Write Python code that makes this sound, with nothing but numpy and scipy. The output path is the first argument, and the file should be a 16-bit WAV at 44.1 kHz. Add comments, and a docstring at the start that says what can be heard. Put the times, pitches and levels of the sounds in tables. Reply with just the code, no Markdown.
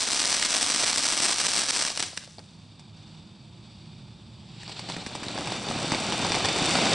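"""A ground firework fountain at night: a hissing jet throws sparks that burst in a dense crackle.
The charge burns out, and a faint fizz creeps through the cardboard tube while an engine drones far off.
Then the next charge catches with a fizz, hollow pops of burning lumps and low thumps of gas,
and swells into a fluttering roar. The yard and a wall across it add a thin echo."""
import sys
import numpy as np
from scipy import signal
from scipy.fft import rfft, irfft
from scipy.io import wavfile

SR = 44100
rng = np.random.default_rng(int(sys.argv[2]) if len(sys.argv) > 2 else 0)


def to_wav(s):
    """Save 16-bit WAV."""
    ch = np.atleast_2d(s).T  # columns
    pcm = np.round(np.clip(ch, -1, 1) * 32767)  # PCM
    wavfile.write(sys.argv[1], SR, pcm.astype(np.int16))


N = 306045
TIME = np.arange(N) / SR

# The first charge's shower of sparks surges and chokes: time_s, strength_db
SHOWER_STRENGTH = [(0.0, -29), (0.01, -25.5), (0.104, -28.5), (0.344, -23), (0.36, -28.5), (0.46, -25.5),
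                   (0.476, -36.5), (0.528, -24), (0.632, -24.5), (0.648, -34), (0.664, -25), (0.836, -23.5),
                   (0.852, -33.5), (0.868, -24.5), (0.952, -27), (0.959, -21), (0.969, -44), (0.978, -22.5),
                   (1.001, -23), (1.011, -34), (1.02, -23.5), (1.146, -28), (1.246, -22.5), (1.386, -27),
                   (1.408, -20.5), (1.434, -27), (1.644, -23.5), (1.648, -34), (1.706, -21.5),
                   (1.716, -38.5), (1.737, -23.5), (1.88, -29.5)]
# Big sparks, called stars, burst with one sharp crack each: start_s, level_db
STAR_BURSTS = [(.2184, -5), (.3447, -7.5), (.4266, -3.5), (.457, -9.5), (.529, -8), (.575, -12),
               (.7492, -20), (.7887, -16), (.8654, -9), (.9782, -23), (.9844, -17), (1.1248, -10),
               (1.2027, -3.5), (1.2246, -9), (1.3087, -11), (1.3276, -12), (1.4, -11), (1.4464, -13),
               (1.4614, -7), (1.7639, -12), (1.7938, -20), (1.8137, -12), (1.851, -7), (1.8671, -14),
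               (1.8759, -14), (1.8835, -12), (1.9693, -22), (1.975, -10), (1.977, -15), (1.9941, -16),
               (1.9969, -9), (2.0014, -15), (2.0038, -6), (2.0054, -31), (2.0091, -26), (2.0261, -9.5),
               (2.0274, -15), (2.0284, -10), (2.0346, -14), (2.0378, -17), (2.1676, -25), (2.1743, -14),
               (2.1764, -12.5)]
# Burning lumps pop as the tube spits them out:
# start_s, snap_db, bubble_pitch_hz, bubble_db, cavity_pitch_hz, cavity_db, sizzle_db
LUMP_POPS = [(0.8356, -17, 520, -26, 2000, -31, -29), (1.9032, -20, 650, -29.5, 4770, -21, -40),
             (2.1312, -36, 620, -38, 4500, -41, -52), (2.276, -38, 613, -42, 4470, -58.5, -59),
             (2.3838, -49, 710, -35, 4470, -33, -54), (2.3922, -53, 705, -37, 4600, -33.5, -54),
             (2.795, -48, 900, -49, 4700, -43, -49), (4.6324, -45, 700, -44, 1800, -38, -45),
             (4.6788, -37, 957, -35, 4540, -29, -48), (4.6952, -34, 770, -34, 4700, -34, -43),
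             (4.7935, -32, 860, -32.5, 4460, -26, -40), (4.889, -36, 706, -32, 4830, -30, -40),
             (4.8989, -33, 950, -28, 4630, -30, -40), (4.9214, -22, 800, -44, 3840, -29, -39),
             (4.9651, -29, 800, -38, 1830, -31, -38), (5.0639, -25, 800, -35, 1880, -34, -34),
             (5.1152, -49, 600, -46, 1610, -40, -54), (5.152, -32, 1000, -24.5, 2300, -47, -34),
             (5.232, -37, 1020, -31, 1740, -36, -36), (5.2841, -28, 800, -36, 3950, -21, -40),
             (5.3774, -20, 840, -25, 1720, -31, -39), (5.3864, -24, 760, -28, 3530, -30, -40),
             (5.447, -31.5, 800, -34, 3510, -27, -52), (5.473, -21, 870, -24.5, 1290, -33, -35),
             (5.5197, -33, 835, -24, 4000, -24, -32.5), (5.6867, -21, 795, -27, 3600, -24, -35),
             (5.7116, -24, 750, -19.5, 1280, -33, -38), (5.9197, -17, 870, -17, 2150, -24, -29.5),
             (5.939, -27, 920, -19.5, 2680, -25, -36), (5.9477, -15, 700, -37, 2350, -25, -39),
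             (6.123, -17, 980, -20.5, 3080, -25, -34), (6.248, -20, 980, -19, 4540, -28, -32),
             (6.3201, -9, 760, -23, 5200, -23, -31), (6.3445, -17, 850, -22, 2400, -21, -33),
             (6.3512, -11, 700, -23, 2420, -25, -35), (6.448, -9, 730, -29, 3510, -35, -42),
             (6.4508, -13, 735, -38, 3510, -36, -41), (6.4562, -11.5, 990, -26, 3600, -30, -30),
             (6.4868, -15, 470, -29, 4830, -21, -30), (6.7119, -11, 800, -35, 4600, -30, -28),
             (6.754, -11, 716, -19, 1490, -21.5, -28), (6.788, -12, 800, -21, 2400, -26, -34)]
# The far engine speeds up and grows louder: time_s, firing_rate_hz, level_db
ENGINE_RUN = [(1.9, 94.5, -62), (2.402, 100, -54.5), (3.001, 106.5, -52), (4.1, 114.1, -51),
              (6.94, 121.2, -47)]
# The engine's tones: multiple_of_firing_rate, level_db
ENGINE_TONES = [(1, -4.5), (2, -20.5), (3, -22.5)]
# Gulps of gas leave the tube: start_s, pitch_hz, level_db
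GAS_GULPS = [(2.385, 560, -43), (4.889, 260, -33), (4.966, 249, -24), (5.067, 208, -24.5),
             (5.118, 243, -34), (5.154, 228, -27), (5.224, 204, -26.5), (5.267, 230, -26),
             (5.394, 250, -24.5), (5.522, 269, -28), (5.687, 237, -26), (5.7, 207, -19),
             (5.761, 220, -20.5), (5.845, 240, -22.5), (5.922, 239, -16.5), (5.948, 287, -21),
             (6.233, 255, -20.5), (6.251, 228, -25), (6.306, 266, -17), (6.348, 245, -22),
             (6.377, 235, -24), (6.620, 214, -16)]
# The fire in the tube flares and sinks back: start_s, length_s, boost_db
FIRE_FLARES = [(2.93, 0.34, 3.5), (3.513, 0.63, 2.5), (4.872, 0.13, 3), (5.23, 0.37, 3.5),
               (5.498, 0.1, 2.5), (5.614, 0.48, 3.5), (6.05, 0.35, 2)]
# The sinking sizzle of the primer, which lights the second charge: time_s, pitch_hz
PRIMER_PITCH = [(4.6, 4700), (4.79, 4550), (4.87, 4170), (5.1, 4020), (5.398, 3600)]
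# Where the tube rings: pitch_hz, width_hz, boost_db
TUBE_RINGS = [(2380, 320, 2.5), (3600, 210, 8), (4620, 210, 8), (8000, 300, 6.5)]

# Each sound's tone colour, or how strong it is from bass to treble: frequency_hz, level_db
JET_SPECTRUM = [(30, -18), (120, -11), (250, -11.5), (600, -6.5), (1600, -6), (3200, -1.5), (4600, 1),
                (5800, 1), (6900, -5), (8100, -2), (9300, -8), (11000, -17.5)]  # gas rushing from the nozzle
CRACK_SPECTRUM = [(30, -42), (120, -13), (260, 1.5), (450, -5.5), (700, -1), (2000, -0.5), (3200, -2),
                  (5600, 3.5), (6300, 1), (6880, -9.5), (7850, 3.5), (8400, 2), (9300, -5.5), (11000, -15)]  # a spark bursting
SPLINTER_SPECTRUM = [(60, -20), (250, 0.5), (700, -10), (2000, 2), (5500, 0), (6900, -17), (8100, 0),
                     (11000, -23)]  # a star breaking up
POP_SPECTRUM = [(30, -13), (130, -8), (300, -3), (800, -4), (1500, 6), (2400, 3), (4600, 2), (5800, 6),
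                (6750, -21), (7500, -10), (8600, -10.5), (11000, -24)]  # a lump snapping
SIZZLE_SPECTRUM = [(100, -31), (400, -9), (900, 1), (1500, 2), (2400, 10), (3500, 2), (4400, 2), (5500, 7),
                   (6800, -0.5), (8000, 3), (11000, -14)]  # crumbs inside the tube
RUMBLE_SPECTRUM = [(20, -30), (55, -12), (85, -5.5), (135, -1), (210, -3), (265, -14.5), (350, -14.5),
                   (430, -23.5), (900, -23), (3000, -50)]  # the far engine
FIZZ_SPECTRUM = [(200, -14), (500, -13), (850, -1.5), (1300, -4), (2000, -9), (2500, -2), (3550, -1),
                 (4100, -0.5), (4600, -2.5), (5600, -6.5), (6750, -15), (7900, -11), (9000, -19),
                 (11000, -48)]  # the creeping fire
PRIMER_SPECTRUM = [(200, -7), (500, -13), (800, 2), (1300, -5), (2000, -2), (2600, 3.5), (3400, 6),
                   (4500, 4.5), (5500, -2.5), (6600, -13.5), (7700, -3), (9000, -17), (9700, -32),
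                   (11000, -37)]  # the primer's fizz
FLAME_SPECTRUM = [(400, -20), (1200, -19.5), (1900, -6.5), (3000, -0.5), (3300, -6), (4200, -3.5),
                  (5000, -9), (5800, -8.5), (6750, -13), (7300, -10), (8500, -16), (9600, -22.5),
                  (11000, -32)]  # the second charge's hiss
ROAR_SPECTRUM = [(25, -38), (70, -12.5), (160, -2), (280, -3), (480, -7), (750, -4.5), (1000, -9.5),
                 (1500, -12.5), (2500, -26.5), (6000, -68)]  # its low roar, and the puff of each pop

# How long the yard's echo takes to fade by 60 dB: frequency_hz, fade_s
YARD_FADE = [(150, 0.95), (1000, 0.19), (4000, 0.72), (10000, 0.026)]
# How strong the left-right difference is against what both sides share: frequency_hz, difference_db
SPRAY_WIDTH = [(60, 3), (130, 2.5), (250, -6.5), (700, -10.5), (1200, -19.5), (2200, -27), (3200, -29),
               (4000, -25), (5300, -19.5), (6300, -12), (7100, -4), (7800, -7.5), (8900, -7), (11000, -3)]  # sparks high up
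GROUND_WIDTH = [(60, -21), (180, -19), (340, -27), (800, -17), (1150, -20.5), (2200, -30), (3000, -26),
                (3600, -28), (4200, -24), (5300, -20), (6200, -8), (6900, -7), (7800, -12), (8900, -7),
                (11000, -1.5)]  # the tube on the ground
ENGINE_WIDTH = [(100, -29.0), (400, -12.0), (1500, -10)]  # the engine, arriving by many paths
# How much louder the left side is than the right: frequency_hz, level_db
LEFT_BOOST = [(60, 1.5), (150, -1.1), (650, 1.3), (1100, -.1), (2200, -.1), (3500, -.3), (5300, -.1),
              (6500, -1.5), (7000, 7), (7600, 1.2), (8600, 4.2), (11000, 1.5)]
# How far the left side's wave runs ahead of the right's: frequency_hz, lead_radians
LEFT_LEAD = [(4800, -0.066), (6000, 0.052), (6800, 0.38), (7500, 0.49), (8200, 0.18), (9200, -0.16),
             (10500, -1)]

BURNOUT_S, LAST_SPARKS_S = 1.825, 1.865  # the first charge's jet fails, then its sparks
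ALIGHT_S, CATCH_DB_PER_S = 4.8, 64  # when the second charge is alight, and how fast it gets there
HISS_DB, HISS_DB_PER_S = -50.5, 11.5  # its hiss: level once alight, and growth
TREBLE_LIMIT_HZ = 11100


def amp(db):
    """Turns decibels into a gain to multiply by."""
    return 10 ** (np.asarray(db) / 20)


def normalised(x):
    """Scales a signal to an average (rms) level of 1."""
    return x / np.sqrt(np.mean(x ** 2) + 1e-20)


def look_up(table, hz):
    """Reads between a table's rows, giving every octave equal room."""
    row_hz, value = np.transpose(table)
    return np.interp(np.log(hz + 1), np.log(row_hz + 1), value)


def wander(hz):
    """A random wobble of level 1, mostly slower than the given rate."""
    f = np.fft.rfftfreq(N, 1 / SR)
    white = rfft(rng.standard_normal(N))
    return normalised(irfft(white * f / (f + hz / 10) / (1 + (f / hz) ** 2), N))


def colour(x, spectrum, size=4096):
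    """Gives a sound a tone colour; a click of height 1 still peaks at 1."""
    hz = abs(np.fft.fftfreq(size, 1 / SR))
    log_gain = np.log(amp(look_up(spectrum, hz)))
    log_gain -= 2 * np.clip((hz - TREBLE_LIMIT_HZ) / 2000, 0, 1)
    # this step makes the filter ring only after a click, never before it
    kernel = np.fft.ifft(np.exp(np.conj(signal.hilbert(log_gain)))).real[:size // 2]
    return signal.oaconvolve(x, kernel[None] / abs(kernel).max(), axes=1)[:, :N]


def noise(spectrum):
    """Noise of level 1 in two rows: what left and right share, and how they differ."""
    return normalised(colour(rng.standard_normal((2, N)), spectrum))


def shocks(sizes, spectrum):
    """Sharp jumps in air pressure, each leaning left or right at random."""
    sides = rng.choice([-1., 1.], N)
    return colour(-sizes * np.array([np.ones(N), sides]), spectrum)


def grains(per_s, spread_db, spectrum):
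    """A crackle of level 1: small random shocks, a few larger than the rest."""
    sizes = amp(spread_db * np.minimum(rng.exponential(1, N), np.pi))
    return normalised(shocks(sizes * (rng.random(N) < per_s / SR), spectrum))


def clicks(rows):
    """One click for each row of start_s, level_db."""
    start_s, db = np.transpose(rows)
    return np.bincount(np.clip(np.round(start_s * SR).astype(int), 0, N - 1), amp(db), N)


def dying(rows, decay_s):
    """A gain that jumps at each row of start_s, level_db and dies away."""
    return signal.lfilter([1], [1, -np.exp(-1 / (decay_s * SR))], clicks(rows) + 1e-12)


def hold(start_s, end_s, rise_db_per_s, fall_db_per_s):
    """A gain that reaches 1 at start_s, stays there and falls after end_s."""
    early_s, late_s = np.maximum(start_s - TIME, 0), np.maximum(TIME - end_s, 0)
    return amp(-rise_db_per_s * early_s - fall_db_per_s * late_s)


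def add(mix, start_s, sound):
    """Places a sound in the row that left and right share."""
    part = mix[0, round(start_s * SR):][:len(sound)]
    part += sound[:len(part)]


def flow(usual_db=-24):
    """The flow through the nozzle surges and chokes; 1 is its usual strength."""
    time_s, db = np.transpose(SHOWER_STRENGTH)
    return amp(np.interp(TIME, time_s, db) - usual_db)


def jet(hiss_db=-31.0, crackle_db=-30.5, flutter_db=1.4, sag_db_per_s=0.97):
    """Gas and tiny crackling sparks rush out of the nozzle until the first charge is spent."""
    hiss = amp(hiss_db) * noise(JET_SPECTRUM)
    crackle = amp(crackle_db) * grains(per_s=1800, spread_db=9.0, spectrum=JET_SPECTRUM)
    strength = hold(0, BURNOUT_S, 0, fall_db_per_s=46) * flow() ** 0.36
    return (hiss + crackle) * strength * amp(flutter_db * wander(hz=40) - sag_db_per_s * TIME)


def sparks(per_s=470, top_db=-7.5, range_db=17.5, splinter_db=-15.0, ember_db=-42):
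    """Sparks burst in clumps; the big stars also splinter and leave hissing embers."""
    clumps = np.exp(.33 * wander(hz=130))
    shower = hold(0, LAST_SPARKS_S, 0, fall_db_per_s=430) * flow()
    rate = per_s * shower ** 2 * clumps / clumps.mean()  # more flow means more cracks, not louder ones
    sizes = amp(top_db - range_db * rng.random(N)) * (rng.random(N) < rate / SR)
    splinters = amp(splinter_db) * dying(STAR_BURSTS, decay_s=.0025) * grains(3000, 3.2, SPLINTER_SPECTRUM)
    embers = amp(ember_db) * dying(STAR_BURSTS, decay_s=.049) * noise(JET_SPECTRUM)
    return shocks(sizes + clicks(STAR_BURSTS), CRACK_SPECTRUM) + splinters + embers


def tube(x):
    """The cardboard tube rings at a few pitches, boosting them in a sound that passes through."""
    return x + sum((amp(db) - 1) * signal.lfilter(*signal.iirpeak(hz, hz / width_hz, SR), x)
                   for hz, width_hz, db in TUBE_RINGS)


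def knock(hz, cycles):
    """A hollow tone that swells over the given number of cycles and quickly dies."""
    turns = hz * TIME[:SR // 25]
    return np.sin(2 * np.pi * turns) * turns / cycles * np.exp(1 - turns / cycles)


def pops(snap_gain_db=-1, sizzle_gain_db=1, puff_gain_db=-13):
    """A lump snaps: its bubble of hot gas swings and puffs, its cavity rings, its crumbs sizzle."""
    times, snap_db, _, bubble_db, _, _, sizzle_db = np.transpose(LUMP_POPS)
    tones = np.zeros((2, N))
    for start_s, _, bubble_hz, db, cavity_hz, cavity_db, _ in LUMP_POPS:
        bubble = amp(db) * knock(bubble_hz, cycles=0.56)
        cavity = amp(cavity_db) * knock(cavity_hz, cycles=1.66)
        add(tones, start_s, bubble - cavity)
    snaps = amp(snap_gain_db) * tube(shocks(clicks(np.c_[times, snap_db]), POP_SPECTRUM))
    crumbs = normalised(tube(grains(3500, 3.5, SIZZLE_SPECTRUM)))
    sizzle = amp(sizzle_gain_db) * dying(np.c_[times, sizzle_db], decay_s=0.01) * crumbs
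    puffs = amp(puff_gain_db) * dying(np.c_[times, bubble_db], decay_s=0.013) * noise(ROAR_SPECTRUM)
    return snaps + tones + sizzle + puffs


def engine(rumble_db=2.5, throb_db=3.0, hum_hz=161, hum_db=-8):
    """A far engine slowly gains speed: wavering low tones in a dull rumble, beside a separate hum."""
    time_s, firing_hz, level_db = np.transpose(ENGINE_RUN)
    pace = 1 + 0.0083 * wander(hz=6.2)
    firings = np.cumsum(np.interp(TIME, time_s, firing_hz) * pace) / SR
    tones = [(multiple * firings, db) for multiple, db in ENGINE_TONES]
    tones.append((np.cumsum(hum_hz * pace) / SR, hum_db))
    sound = amp(rumble_db) * noise(RUMBLE_SPECTRUM)
    for turns, db in tones:
        sound[0] += amp(db + throb_db * wander(hz=3.8)) * np.sqrt(2) * np.sin(2 * np.pi * turns)
    return sound * amp(np.interp(TIME, time_s, level_db))


def thumps(swell_s=0.0012):
    """Gulps of gas leave the tube with a short, low whump."""
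    sound, t = np.zeros((2, N)), TIME[:SR // 25]
    swell = t / swell_s * np.exp(1 - t / swell_s)
    for start_s, hz, db in GAS_GULPS:
        add(sound, start_s, amp(db) * np.cos(2 * np.pi * hz * t) * swell)
    return sound


def flaring():
    """The gain of the fire's flares: each swells quickly and sinks back."""
    boost_db = 0
    for start_s, length_s, db in FIRE_FLARES:
        progress = np.clip((TIME - start_s) / length_s, 0, 1)
        boost_db += db * np.sqrt(np.sin(np.pi * progress).clip(0))
    return amp(boost_db)


def fizz(level_db=-58, full_s=2.486, fade_db_per_s=25, flutter_db=1):
    """The fire creeps on inside the tube, which colours its faint hiss."""
    hiss = normalised(tube(noise(FIZZ_SPECTRUM)))
    creep = amp(level_db) * hold(full_s, ALIGHT_S, fade_db_per_s, fade_db_per_s)
    return hiss * creep * flaring() * amp(flutter_db * wander(hz=30))


def resonate(x, hz, width_hz):
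    """Picks out a narrow band of a sound around a moving pitch."""
    spin = np.exp(2j * np.pi * np.cumsum(hz) / SR)
    decay = np.exp(-np.pi * width_hz / SR)
    return 2 * (spin * signal.lfilter([1 - decay], [1, -decay], x / spin)).real


def primer(level_db=-44.0, full_s=4.72, sizzle_db=-5.0, flutter_db=2.5):
    """The second charge's primer fizzes up; its sizzle wavers and sinks as the vent burns open."""
    time_s, hz = np.transpose(PRIMER_PITCH)
    gas = noise(PRIMER_SPECTRUM)
    pitch_hz = np.interp(TIME, time_s, hz) * (1 + 0.017 * wander(hz=22))
    sizzle = amp(sizzle_db) * resonate(gas, pitch_hz, width_hz=480)
    swell = hold(full_s, full_s, rise_db_per_s=50, fall_db_per_s=9) * flaring()
    return normalised(gas + sizzle) * swell * amp(level_db + flutter_db * wander(hz=30))


def burning(alight_db, db_per_s):
    """The gain of the second charge: it catches, grows steadily and flares now and then."""
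    age_s = TIME - ALIGHT_S
    catching_db = CATCH_DB_PER_S * np.minimum(age_s, 0)
    growing_db = db_per_s * np.maximum(age_s, 0)
    return amp(alight_db + catching_db + growing_db) * flaring()


def flame(flutter_db=2.0, spit_db=-11.0, spits_per_s=260):
    """The second charge hisses; uneven burning shakes its roar and spits small grains in spurts."""
    flutter = wander(hz=50)
    blast = burning(alight_db=-48.5, db_per_s=10.5)
    hiss = normalised(tube(noise(FLAME_SPECTRUM))) * burning(HISS_DB, HISS_DB_PER_S)
    roar = noise(ROAR_SPECTRUM) * blast * amp(flutter_db * flutter)
    spits = tube(grains(spits_per_s * np.exp(flutter / 2), 1.5, POP_SPECTRUM))
    return hiss + roar + amp(spit_db) * blast * spits


def ticks(gain_db=-9, per_s=90, spread_db=3):
    """Stray sparks of the second charge tick sharply through its hiss."""
    return amp(gain_db) * burning(HISS_DB, HISS_DB_PER_S) * grains(per_s, spread_db, CRACK_SPECTRUM)


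def wall(x, delay_s=0.0467, smear_s=0.011, level_db=-13.5, dull_above_hz=6050):
    """A wall across the yard throws back one smeared, dull echo."""
    t = TIME[:SR // 10]
    bounces = rng.standard_normal(len(t)) * np.exp(-((t - delay_s) / smear_s) ** 2 / 2)
    echo = signal.lfilter(*signal.butter(2, dull_above_hz, fs=SR), bounces / np.linalg.norm(bounces))
    return amp(level_db) * signal.oaconvolve(x, echo[None], axes=1)[:, :N]


def yard(x, bounces_per_s=2000, size=256):
    """Scattered bounces off the ground and yard make a thin echo; the highest treble dies first."""
    bounces = rng.standard_normal(SR // 2) * (rng.random(SR // 2) < bounces_per_s / SR)
    hz, t, bands = signal.stft(bounces, SR, nperseg=size)
    fade = amp(-60 * t / look_up(YARD_FADE, hz)[:, None])
    tail = signal.istft(bands * fade, SR, nperseg=size)[1]
    return signal.oaconvolve(x, tail[None] / np.linalg.norm(tail), axes=1)[:, :N]


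def stereo(x, width):
    """Turns the shared row and the difference row into left and right."""
    hz = np.fft.rfftfreq(N, 1 / SR)
    shared, apart = rfft(x)
    apart = apart * amp(look_up(width, hz))
    lean = amp(look_up(LEFT_BOOST, hz) / 2) * np.exp(1j * look_up(LEFT_LEAD, hz) / 2)
    return irfft(np.array([(shared + apart) * lean, (shared - apart) / lean]), N)


def scene(echo_db=-20, engine_right_db=0.75):
    """The spray overhead, the burning tube on the ground, their echo and the far engine."""
    spray = sparks() + jet()
    ground = fizz() + primer() + flame() + ticks() + pops() + thumps()
    spray = spray + wall(spray)
    spray, ground = (x + amp(echo_db) * yard(x) for x in (spray, ground))
    far = stereo(engine(), ENGINE_WIDTH) * amp([[-engine_right_db], [engine_right_db]])
    return stereo(spray, SPRAY_WIDTH) + stereo(ground, GROUND_WIDTH) + far


def record(dry):
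    """Rounds off the sharpest peaks, then cuts the highest treble."""
    rounded = dry / (1 + (dry / .42) ** 6) ** (1 / 6)
    treble_cut = signal.firwin(511, TREBLE_LIMIT_HZ, window=("kaiser", 9), fs=SR)
    return signal.oaconvolve(rounded, treble_cut[None], "same")


dry = scene()
out = record(dry)
to_wav(out)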